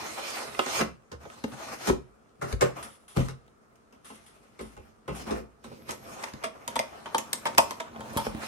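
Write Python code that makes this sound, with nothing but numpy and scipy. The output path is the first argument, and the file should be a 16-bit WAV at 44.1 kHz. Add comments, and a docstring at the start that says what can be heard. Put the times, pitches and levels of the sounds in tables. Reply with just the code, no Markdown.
"""A plastic tray and its cardboard sleeve

A stiff tray is drawn out of its sleeve and set on a table; the sleeve is knocked about and put away
to one side, then fingers pry at the tray's lid, which snaps and creaks. Friction is a dense train of
micro-slips, heard as rasp, rumble and hiss. Knocks and snaps are bursts of force that excite the damped
modes of card, plastic and table. Two spaced microphones listen in a small, quiet room."""
import sys
import numpy as np
from scipy import signal
from scipy.fft import rfft, irfft, next_fast_len
from scipy.io import wavfile
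from scipy.ndimage import uniform_filter1d, map_coordinates

SR = 44100
rng = np.random.default_rng(int(sys.argv[2]) if len(sys.argv) > 2 else 0)


def bounce(signal):
    """Save signal as a 16-bit WAV file at the path given by the first command-line argument."""
    frames = np.transpose(np.atleast_2d(signal))
    limited = np.clip(frames, -1, 1)
    pcm = np.round(limited * 32767).astype(np.int16)
    wavfile.write(sys.argv[1], SR, pcm)


N = 373652

# Normal modes. Each row: frequency in Hz, bandwidth in Hz, level in dB.
TABLE_MODES = [(57, 6.4, -18), (84, 33, -1), (131.8, 16.6, 2.5), (167, 27, -2), (220, 16, 1.5),
               (264.4, 162, -6.5)]
CARD_MODES = [(313.7, 26, 0), (373.7, 23.3, 5), (425.1, 40, 4.5), (477.2, 22.5, 3.5), (521.2, 45, 1.5),
              (577.2, 24, 2), (726, 15, -17), (825.5, 133, 2), (1057.4, 350, -1), (1261, 61, 0),
              (1430, 210, -4.5), (2073, 140, -0.5), (2750, 250, -1)]
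PLASTIC_MODES = [(493.2, 74, 2), (615.3, 65, 7), (921, 107, 7.5), (1066.7, 170, 0.5), (1240, 20, 0),
                 (1385, 53, -6), (1603, 300, -7), (2330, 330, -3), (3250, 400, 8.5)]
# Noise spectra. Each row: frequency in Hz, gain in dB.
AIR_SPECTRUM = [(18, -45), (30, 7), (122, -4), (296, -5), (346, -8.5), (394, 0), (905, -13), (1340, -5.5),
                (1440, -12.5), (3070, -31), (9640, -29), (13900, -66), (15000, -59)]
RASP_SPECTRUM = [(120, -67.5), (200, -8.5), (275, 3), (452, 2), (720, 8), (934, 2.5), (1180, 5),
                 (3000, -12.5), (3900, -39.5), (6600, -120)]
HISS_SPECTRUM = [(600, -44), (1180, -7), (2000, -3), (2140, -0.5), (3020, -4.5), (4060, -6.5), (6620, -6.5),
                 (7450, -12.5), (8820, -9.5), (12700, -14.5), (14100, -18.5), (15000, -57)]
CARD_CRACK_SPECTRUM = [(500, -33), (1180, -1), (2000, -12), (2240, -8), (3150, -18.5), (3670, -11),
                       (5890, -13.5), (6520, -12.5), (13200, -25), (15500, -54.5)]
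SCUFF_SPECTRUM = [(500, -19), (1180, 0.5), (2600, -7), (3350, -2), (3900, -9), (5900, -10.5), (7850, -9.5),
                  (9050, -7.5), (9950, 3), (10850, -10), (13300, -18), (14200, -61)]
PLASTIC_CRACK_SPECTRUM = [(600, -40), (1180, -9), (2000, -0.5), (3100, -6), (4400, -4.5), (7660, -4.5),
                          (13100, -10.5), (15000, -26), (16300, -39)]
# The tray sliding out, with one catch on the way, and the fingers working at the lid.
# Each row: time in seconds, then rasp, rumble and hiss levels in dB.
TRAY_PULL = [(0.0, -42.5, -53, -44), (0.12, -42.5, -58, -44), (0.22, -40.5, -60, -43.5),
             (0.26, -43.5, -67, -39.5), (0.33, -38, -64, -39.5), (0.385, -40, -59.5, -39),
             (0.41, -36, -65, -41), (0.46, -44.5, -58.5, -47.5), (0.57, -46, -58, -49.5),
             (0.64, -40.5, -73.5, -41.5), (0.7, -37, -49, -37.5), (0.78, -36, -43.5, -30.5),
             (0.815, -29, -37, -37.5)]
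LID_GRIP = [(5.893, -43, -45.5, -46), (5.97, -62.5, -52, -68), (6.1, -45.5, -52, -50.5),
            (6.29, -44.5, -60, -53), (6.48, -59.5, -65, -72.5), (6.73, -48.5, -59, -62),
            (6.9, -53.5, -64, -60.5), (7.07, -49.5, -56, -59), (7.35, -53, -56.5, -57.5),
            (7.47, -47, -56, -56.5), (7.68, -52, -51, -54), (7.79, -52.5, -68, -59.5),
            (7.9, -51, -50.5, -67), (8.11, -48.5, -45.5, -56), (8.22, -50, -51, -45),
            (8.36, -48, -41.5, -56.5), (8.47, -45, -52, -41.5)]
# Strokes of the dragged sleeve. Each row: start and length in seconds, first and last rasp level in dB,
# rumble and hiss in dB above the rasp.
SLEEVE_DRAGS = [(1.123, 0.03, -68, -65, 13.5, -24), (1.21, 0.68, -57.5, -54, -5, -3.5),
                (1.48, 0.26, -67, -43.5, -14, -1.5), (1.79, 0.098, -54, -31.5, -18, -1.5),
                (2.424, 0.097, -53, -42.5, -15, -7.5), (2.63, 0.11, -31, -56, -7, -12.5),
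                (2.77, 0.096, -43, -46, -7, -7.5), (3.171, 0.092, -39.5, -48.5, -20, -2.5),
                (4.05, 0.54, -64.5, -78, -3, 1.5), (4.6, 0.31, -61.5, -68, 3, -4.5),
                (5.13, 0.095, -53, -44, 0.5, -3), (5.274, 0.11, -40.5, -43, 0, -9.5),
                (5.649, 0.31, -68, -80, 20, 6)]
# Hands barely moving. One row: rasp, rumble and hiss levels in dB.
RESTING_HANDS_DB = (-72.5, -66.5, -80.5)
# The sleeve's mouth singing as the tray leaves, and fingers squeaking on the lid.
# Each row: time in seconds, level in dB, centre frequency in Hz.
SLEEVE_SCRAPE = [(0.0, -61, 4300), (0.2, -54, 4000), (0.34, -49, 4800), (0.45, -59, 4100),
                 (0.66, -58, 3300), (0.72, -50, 3700), (0.8, -41, 5000)]
LID_SQUEAK = [(5.76, -73, 11700), (5.81, -69, 11600), (5.88, -65, 11500), (5.95, -62, 11700),
              (6.0, -69, 11300), (6.05, -63, 11500), (6.1, -72, 11500)]
# Card and tray bumping. 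Each row: time in seconds, ring peak in dB, relative thud and crack levels in dB,
# ring and thud pitches in Hz, contact time in ms, purity of the ring in dB per octave.
KNOCKS = [(0.547, -30, -60, -52, 700, 250, 4.3, -6), (0.592, -9.5, -39, -33.5, 500, 299, 5.8, 0),
          (0.661, -24, -45, -41, 800, 250, 12, 10), (0.789, -29, -60, -31, 800, 214, 14, 6),
          (0.811, -19, -31, -33, 1040, 192, 8.6, -3), (1.117, -31.5, -49, -47, 455, 99, 17, 6.5),
          (1.235, -45, -56, -57, 800, 155, 6.3, 12), (1.253, -35, -59, -64, 574, 155, 7.6, 13),
          (1.3, -35.5, -66, -57, 1200, 155, 2.7, 8), (1.44, -23.5, -30, -39.5, 301, 288, 5.5, 2),
          (1.519, -45, -45.5, -50, 586, 150, 11, 19), (1.725, -34.5, -48.5, -51, 606, 280, 9.2, 18),
          (1.872, -18.5, -29.5, -30, 366, 237, 29, 7), (1.896, -11, -23.5, -51, 312, 272, 5.9, 12.5),
          (2.415, -21, -37.5, -40, 452, 130, 45, 5.5), (2.527, -28, -30.5, -35, 410, 89, 10.3, 27),
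          (2.611, -18, -37, -28, 900, 155, 19, 5), (2.619, -7, -35, -35, 510, 130, 18.3, 14),
          (3.165, -20, -23, -32, 427, 120, 23.6, 19), (3.284, -34, -58, -40.5, 493, 134, 32, 2),
          (4.101, -37, -52, -60, 355, 252, 18, 2), (4.592, -30, -43.5, -51.5, 437, 213, 26, 6),
          (4.767, -38, -51.5, -56, 412, 56.5, 26, 4), (5.079, -24, -35.5, -49.5, 370, 157, 36, 3.5),
          (5.255, -37, -52, -59, 423, 217, 63, 29), (5.308, -20.5, -34, -40.5, 408, 246, 20, 28),
          (5.36, -30.5, -45, -64, 426, 242, 93, 42), (5.642, -38, -58, -51.5, 606, 242, 19, 12),
          (5.716, -37.5, -51, -70, 580, 225, 8.1, 23), (6.336, -53, -39, -48, 301, 143, 5.6, 1),
          (8.266, -18, -36.5, -43, 563, 250, 4.7, 15)]
# The table top under heavier bumps. Each row: start in seconds, peak in dB, pitch in Hz, decay in ms.
TABLE_SWAYS = [(0.825, -43, 71.5, 30), (1.136, -44, 76.5, 37), (1.444, -50, 71, 20),
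               (1.892, -26.5, 54.6, 18.6), (2.523, -26, 57.5, 25), (3.168, -26, 52.6, 33),
               (4.599, -46, 55.6, 43), (4.768, -46, 52, 18), (5.09, -41, 61.4, 78), (5.32, -37.5, 58.7, 36),
               (8.269, -36, 44.7, 17)]
# Glossy card slipping. Each row: start in seconds, relative level in dB, decay in ms.
CARD_SCUFFS = [(2.826, -31.5, 60), (3.0795, -38, 49), (4.045, -41, 127), (4.262, -42, 24),
               (4.6094, -42.5, 56), (5.147, -39, 51)]
# The plastic buckling. Each row: time in seconds, ring peak in dB, relative crack level in dB,
# ring pitch in Hz, contact time in ms, tilt of the crack in dB per octave.
SNAPS = [(3.479, -51, -73, 1180, 3.8, 1), (3.756, -75, -64, 434, 18, 0), (3.926, -48, -59.5, 433, 40, -3),
         (5.891, -23, -49, 950, 10, 4), (5.906, -35, -32.5, 303, 22, 0.5), (5.924, -34, -51, 600, 6.2, -5),
         (6.228, -37, -47, 923, 3.6, 5), (6.237, -26, -33.5, 930, 8.9, -5.5), (6.428, -37, -46, 665, 6, -7),
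         (6.438, -22, -33, 680, 24, -6.5), (6.678, -24, -29.5, 930, 10, 0),
         (6.757, -19.5, -34, 910, 11, 1.5), (6.763, -18.5, -32, 915, 7.3, -3),
         (6.792, -14, -24.5, 637, 6.9, -3.5), (7.058, -28.5, -46, 945, 16, -6),
         (7.146, -10.5, -30, 850, 10, 0), (7.182, -22.5, -26.5, 1010, 8.2, 1.5),
         (7.331, -25.5, -24, 900, 7.3, 0.5), (7.455, -16.5, -33, 915, 20, -1),
         (7.467, -29, -31.5, 910, 13, -6), (7.549, -34, -44, 538, 3.5, -5), (7.577, -15, -36, 940, 5.1, -4),
         (7.582, -4, -13, 950, 7.8, -1), (7.708, -25, -34.5, 860, 11.7, -0.5),
         (7.801, -24, -33.5, 640, 16, -7.5), (7.96, -32, -66, 598, 5.5, -2),
         (8.006, -32, -50.5, 1020, 14, -1), (8.132, -33.5, -51, 503, 18.5, 6),
         (8.171, -18, -32.5, 1050, 20, 7)]
# Where the hands work. Each row: time in seconds, lag of left behind right in ms, left minus right in dB.
HAND_POSITIONS = [(0, 0.18, -1.5), (0.6, 0.23, -2.5), (1.4, 0.26, 0.5), (1.6, -0.14, 2), (2.5, -0.41, 1),
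                  (3.2, -0.31, 0.5), (5.4, -0.38, 1), (5.6, 0.33, -1.5), (7, 0.352, 0.9), (7.2, -0.37, 1),
                  (7.6, 0.35, 0.5), (8.47, 0.18, -1.5)]
# Decay of the room. Each row: frequency in Hz, reverberation time in seconds.
ROOM_T60 = [(100, 0.39), (500, 0.26), (2000, 0.28), (12000, 0.22)]


def undb(db):
    """Amplitude grows tenfold for every 20 dB."""
    return 10 ** (np.asarray(db) / 20)


def unit(x):
    """Normalisation to an rms of 1."""
    return x / np.sqrt(np.mean(x ** 2))


def colour(x, gain):
    """Filtering multiplies the spectrum by a gain function of frequency."""
    n = next_fast_len(x.shape[-1])
    return irfft(rfft(x, n) * gain(np.arange(n // 2 + 1) * SR / n + 1), n)[..., :x.shape[-1]]


def shape(points):
    """A spectral envelope through (Hz, dB) points, closed outside them."""
    hz, db = np.transpose(points)
    return lambda f: undb(np.interp(np.log(f), np.log(hz), db, -80, -80))


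def resonance(f, hz, width):
    """A damped oscillator responds most at its natural frequency."""
    return 1 / (1 + 1j * (f / hz - hz / f) * hz / width)


def modal_response(modes):
    """By superposition, a body's response is the sum of its resonances."""
    return lambda f: sum(undb(db) * resonance(f, hz, width) for hz, width, db in modes)


def sheet_peaks(depth_db, width_hz):
    """The crowded modes of a stiff sheet ripple its response with many small peaks."""
    peaks = 1.5 * np.tanh(rng.standard_normal(400) / 1.5)
    return lambda f: undb(depth_db * np.interp(f / width_hz, np.arange(len(peaks)), peaks))


def wander(rate):
    """A random fluctuation with a spread near 1, gliding to `rate` new values a second."""
    hold = int(SR / rate)
    return 1.22 * uniform_filter1d(np.repeat(rng.standard_normal(N // hold + 1), hold), hold)[:N]


def curves(table):
    """Linear interpolation gives each column of a timed table at every sample."""
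    times, *columns = np.transpose(table)
    return [np.interp(np.arange(N) / SR, times, column) for column in columns]


def air():
    """Room murmur and microphone hiss form a noise floor, coherent only in the bass."""
    mid, side = colour(rng.standard_normal((2, N)), shape(AIR_SPECTRUM))
    side = colour(side, lambda f: np.minimum(.5 + f / 900, 1.1))
    return undb(-64.5 + 0.08 * wander(0.96)) * np.array([mid + side, mid - side]) / np.std(mid)


def micro_slips(spread_db, shared):
    """Friction is a dense train of uneven slips, partly coherent between the microphones."""
    common, own = rng.standard_normal(N), rng.standard_normal((2, N))
    size = uniform_filter1d(rng.exponential(size=N // 32 + 1).repeat(32)[:N], size=32)
    return undb(spread_db * size) * (shared * common + np.sqrt(1 - shared ** 2) * own)


def stroke(start, end, levels_db):
    """Friction sounds while there is motion: its gain rises quickly and dies when the hand stops."""
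    t = np.arange(N) / SR
    rise_db_per_s, fall_db_per_s = 909, 513
    fade_db = rise_db_per_s * np.maximum(start - t, 0) + fall_db_per_s * np.maximum(t - end, 0)
    return undb(levels_db - fade_db)


def hand_gains():
    """The strokes add up to three envelopes: rasp, rumble and hiss."""
    moves = sum(stroke(move[0][0], move[-1][0], np.array(curves(move))) for move in (TRAY_PULL, LID_GRIP))
    gains = undb(RESTING_HANDS_DB)[:, None] + moves
    for start, length, from_db, to_db, rumble_db, hiss_db in SLEEVE_DRAGS:
        end = start + length
        rasp_db, = curves([(start, from_db), (end, to_db)])
        gains += stroke(start, end, rasp_db) * undb([[0], [rumble_db], [hiss_db]])
    return gains


def rubbing():
    """Slips under uneven pressure excite the card (rasp), the table (rumble) and the surface (hiss)."""
    rasp_gain, rumble_gain, hiss_gain = hand_gains()
    pressure = wander(40)
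    card = modal_response(CARD_MODES)
    rasp = colour(micro_slips(0.49, shared=0.54), lambda f: shape(RASP_SPECTRUM)(f) * (1 + 0.12 * card(f)))
    rumble = colour(micro_slips(3.0, shared=0.85), modal_response(TABLE_MODES))
    blend = 1.3 * wander(7)  # the peaks of the sheet shift as the contact travels
    sheets = [colour(micro_slips(0.9, shared=0.11),
                     lambda f: shape(HISS_SPECTRUM)(f) * sheet_peaks(4.5, 110)(f)) for _ in range(2)]
    hiss = np.cos(blend) * sheets[0] + np.sin(blend) * sheets[1]
    return (unit(rasp) * rasp_gain * undb(3.0 * pressure)
            + unit(rumble) * rumble_gain * undb(wander(9.1))
            + unit(hiss) * hiss_gain * undb(1.4 * pressure))


def moving_contact(x, depth_db, rate):
    """Excitation depends on the point of contact, so each third octave swells and fades alone."""
    n = next_fast_len(N)
    spectrum = rfft(x, n)
    thirds = 3 * np.log2((np.arange(n // 2 + 1) * SR / n + 1) / 400)  # counted from 400 Hz
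    out = irfft(spectrum * np.clip(-thirds, 0, 1), n)[:, :N]
    for k in range(17):
        band = irfft(spectrum * np.clip(1 - np.abs(thirds - k), 0, 1), n)[:, :N]
        out += band * undb(depth_db * wander(rate))
    return out


def friction_whistle(table, width_hz):
    """Narrow-band friction noise: a gliding tone whose amplitude is modulated by slow noise."""
    db, hz = curves(table)
    wobble = unit(colour(rng.standard_normal((2, N)), lambda f: 1 / (1 + (2 * f / width_hz) ** 2)))
    tone = np.sqrt(2) * np.sin(2 * np.pi * np.cumsum(hz) / SR)
    return wobble * tone * stroke(table[0][0], table[-1][0], db)


def near_pitch(modes, hz, db_per_octave):
    """Selective excitation: modes far from the pitch of a blow are struck less, in dB."""
    return -db_per_octave * np.abs(np.log2(np.array(modes)[:, 0] / hz))


def strike(force, modes, strike_db, phase_spread, roughness):
    """A partly rough force drives each mode; each microphone sees the mode at its own phase."""
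    n = len(force)
    f, t = np.arange(n // 2 + 1) * SR / n + 1, np.arange(n) / SR
    hz, width, db = np.transpose(modes)[:, :, None]
    swing = np.cos(2 * np.pi * (hz * t + rng.random((len(modes), 1))))
    responses = resonance(f, hz, width) / (1 + 1j * f / 3500) ** 2
    drive = rfft(force * swing) + roughness * rfft(force * rng.standard_normal(n))
    spectra = responses * drive
    gains = undb(db[:, 0] + strike_db) * np.linalg.norm(responses, axis=1) / np.linalg.norm(spectra, axis=1)
    phases = np.exp(1j * phase_spread * rng.standard_normal((2, len(modes))))
    return irfft(phases @ (spectra * gains[:, None]), n)


def impacts(rows, modes, crack_spectrum, scatter_db, detune, phase_spread, ring_delay,
            crack_speed, crack_length, shared):
    """A ragged burst of force cracks briefly, rings the modes near its pitch and thuds the table."""
    out, n, lead = np.zeros((2, N + SR)), 8000, 882
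    ms = (np.arange(n) - lead) * 1000 / SR
    for time, ring_db, thud_db, crack_db, hz, thud_hz, contact_ms, purity, tilt in rows:
        rise_ms = max(8 + 1.4 * ring_db, 1)  # only the strongest blows take longer to build
        noise = rng.standard_normal((3, n))
        strike_db = scatter_db * rng.standard_normal(len(modes)) + near_pitch(modes, hz, purity)
        held = np.array(modes) * [1, 1 + 2.5 / contact_ms, 1]  # fingers damp the brief contacts
        held[:, 0] *= 1 + detune * rng.standard_normal(len(modes))  # the grip bends the panel out of tune
        ring_ms = ms - ring_delay * rise_ms
        ring_force = np.exp(np.minimum(2 * ring_ms / rise_ms, -ring_ms / contact_ms))
        thud_force = np.maximum(ms, 0) * np.exp(-ms / (0.66 * contact_ms))

        envelope = np.exp(np.minimum(crack_speed * ms / rise_ms, -ms / (crack_length * contact_ms)))
        # the crack comes in splinters of about a millisecond
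        splinters = undb(4.6 * uniform_filter1d(rng.standard_normal(n // 50).repeat(50), size=50))
        burst = envelope * splinters * (shared * noise[0] + np.sqrt(1 - shared ** 2) * noise[1:])
        tint = sheet_peaks(4.0, 640)
        crack = colour(burst, lambda f: shape(crack_spectrum)(f) * tint(f) * undb(tilt * np.log2(f / 5000)))
        ring = strike(ring_force, held, strike_db, phase_spread, roughness=6.6)
        table_db = near_pitch(TABLE_MODES, thud_hz, db_per_octave=19)
        thud = strike(thud_force, TABLE_MODES, table_db, phase_spread=0.47, roughness=9.2)

        parts = [(ring, ring_db), (thud, thud_db + 9.5), (crack, crack_db + 12)]
        sound = sum(part * undb(db) / np.abs(part).max(axis=1, keepdims=True) for part, db in parts)
        i = int(time * SR) - lead
        out[:, i:i + n] += sound * np.hanning(2 * n)[n:]
    return out[:, :N]


def card_knocks():
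    """Impact excites the damped modes of the cardboard; the crack has no added tilt."""
    return impacts([(*row, 0) for row in KNOCKS], CARD_MODES, CARD_CRACK_SPECTRUM,
                   scatter_db=2.5, detune=0.012, phase_spread=1.0, ring_delay=0.94,
                   crack_speed=1.03, crack_length=0.76, shared=0.07)


def table_sways():
    """A heavy bump sets the whole table top into a slow, strongly damped oscillation."""
    out, t = np.zeros((2, N + SR)), np.arange(SR // 3) / SR
    for start, db, hz, decay_ms in TABLE_SWAYS:
        phase = 0.87 * rng.standard_normal((2, 1))
        age = 1000 * t / decay_ms
        envelope = undb(db) * np.sqrt(2 * np.e * age) * np.exp(-age)
        i = int(start * SR)
        out[:, i:i + len(t)] += envelope * np.sin(2 * np.pi * hz * t + phase)
    return out[:, :N]


def card_scuffs():
    """Friction noise follows sliding speed: a smooth face slips suddenly and slows, with a thin hiss."""
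    speed = 0
    for start, db, decay_ms in CARD_SCUFFS:
        ms = 1000 * (np.arange(N) / SR - start)
        speed += undb(db - 10) * np.clip(ms / 1.8, 0, 1) * np.exp(-np.abs(ms) / decay_ms)
    slips = micro_slips(1.1, shared=0.55)
    hiss = colour(slips, lambda f: shape(SCUFF_SPECTRUM)(f) * sheet_peaks(1.8, 150)(f))
    return speed * unit(hiss) * undb(2.4 * wander(35))


def plastic_snaps():
    """Buckling rings the plastic's modes; the table thuds at one pitch, growing less than the ring."""
    thud_hz, purity_db_per_octave = 263, 7.5
    rows = [(time, ring_db, -32.5 + 0.63 * ring_db, crack_db, hz, thud_hz, ms, purity_db_per_octave, tilt)
            for time, ring_db, crack_db, hz, ms, tilt in SNAPS]
    return impacts(rows, PLASTIC_MODES, PLASTIC_CRACK_SPECTRUM,
                   scatter_db=1.0, detune=0.0353, phase_spread=0.93, ring_delay=0.65,
                   crack_speed=1.7, crack_length=0.53, shared=0.53)


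def lid_ticks():
    """Creases in the lid give way one by one: a Poisson train of tiny dry clicks of uneven size."""
    per_second, spread_db, decay_ms, centre_hz, octaves = 45, 14, 1.5, 3160, 0.9
    chance, weakness = rng.random((2, N))
    clicks = (chance < per_second / SR) * undb(-spread_db * weakness)
    bursts = signal.lfilter([1], [1, -np.exp(-1000 / SR / decay_ms)], clicks) * rng.standard_normal(N)
    ticks = unit(colour(bursts, lambda f: np.exp(-(np.log2(f / centre_hz) / octaves) ** 2)))
    rasp_db = curves(LID_GRIP)[0]
    return ticks * stroke(LID_GRIP[0][0], LID_GRIP[-1][0], rasp_db - 19)


def spaced_pair(x):
    """Unequal paths to two microphones give differences of arrival time and level."""
    lag_ms, pan_db = curves(HAND_POSITIONS)
    half_lag = lag_ms * SR / 2000
    return np.array([map_coordinates(channel, [np.arange(N) - side * half_lag], order=3)
                     * undb(side * pan_db / 2) for channel, side in zip(x, (1, -1))])


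def reverberation(x):
    """A diffuse field, unrelated left and right, decays exponentially; the treble dies first."""
    t, tail = np.arange(SR // 2) / SR, 0
    room_hz, room_t60 = np.transpose(ROOM_T60)
    for hz in 70 * 2. ** np.arange(8):
        t60 = np.interp(np.log(hz), np.log(room_hz), room_t60)
        band = colour(rng.standard_normal((2, len(t))), lambda f: np.exp(-2 * np.log2(f / hz) ** 2))
        tail += band * undb(-60 * t / t60) / np.sqrt(t60)
    tail *= t > .004  # the first echo arrives after 4 ms
    tail /= np.linalg.norm(tail, axis=1, keepdims=True)
    return signal.fftconvolve(x.mean(axis=0, keepdims=True), tail, axes=1)[:, :N]


def scene():
    """Superposition of the direct sound of hands, card and plastic, its echoes and the noise floor."""
    knocks, snaps = card_knocks(), plastic_snaps()
    friction = moving_contact(rubbing(), depth_db=2.26, rate=25) + card_scuffs()
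    ticks, sways = lid_ticks(), table_sways()
    squeak = friction_whistle(LID_SQUEAK, width_hz=250)
    scrape = friction_whistle(SLEEVE_SCRAPE, width_hz=340)
    direct = spaced_pair(friction + scrape + knocks + sways + snaps + squeak + ticks)
    return direct + undb(-7) * reverberation(direct) + air()


def record(dry):
    """Band limiting: the microphones lose the deepest bass and the recorder cuts the top."""
    low_hz, top_hz = 47.4, 16300
    thin = signal.sosfilt(signal.butter(4, low_hz, "high", fs=SR, output="sos"), dry)
    return signal.sosfilt(signal.ellip(10, .2, 80, top_hz, fs=SR, output="sos"), thin)


dry = scene()
out = record(dry)
bounce(out)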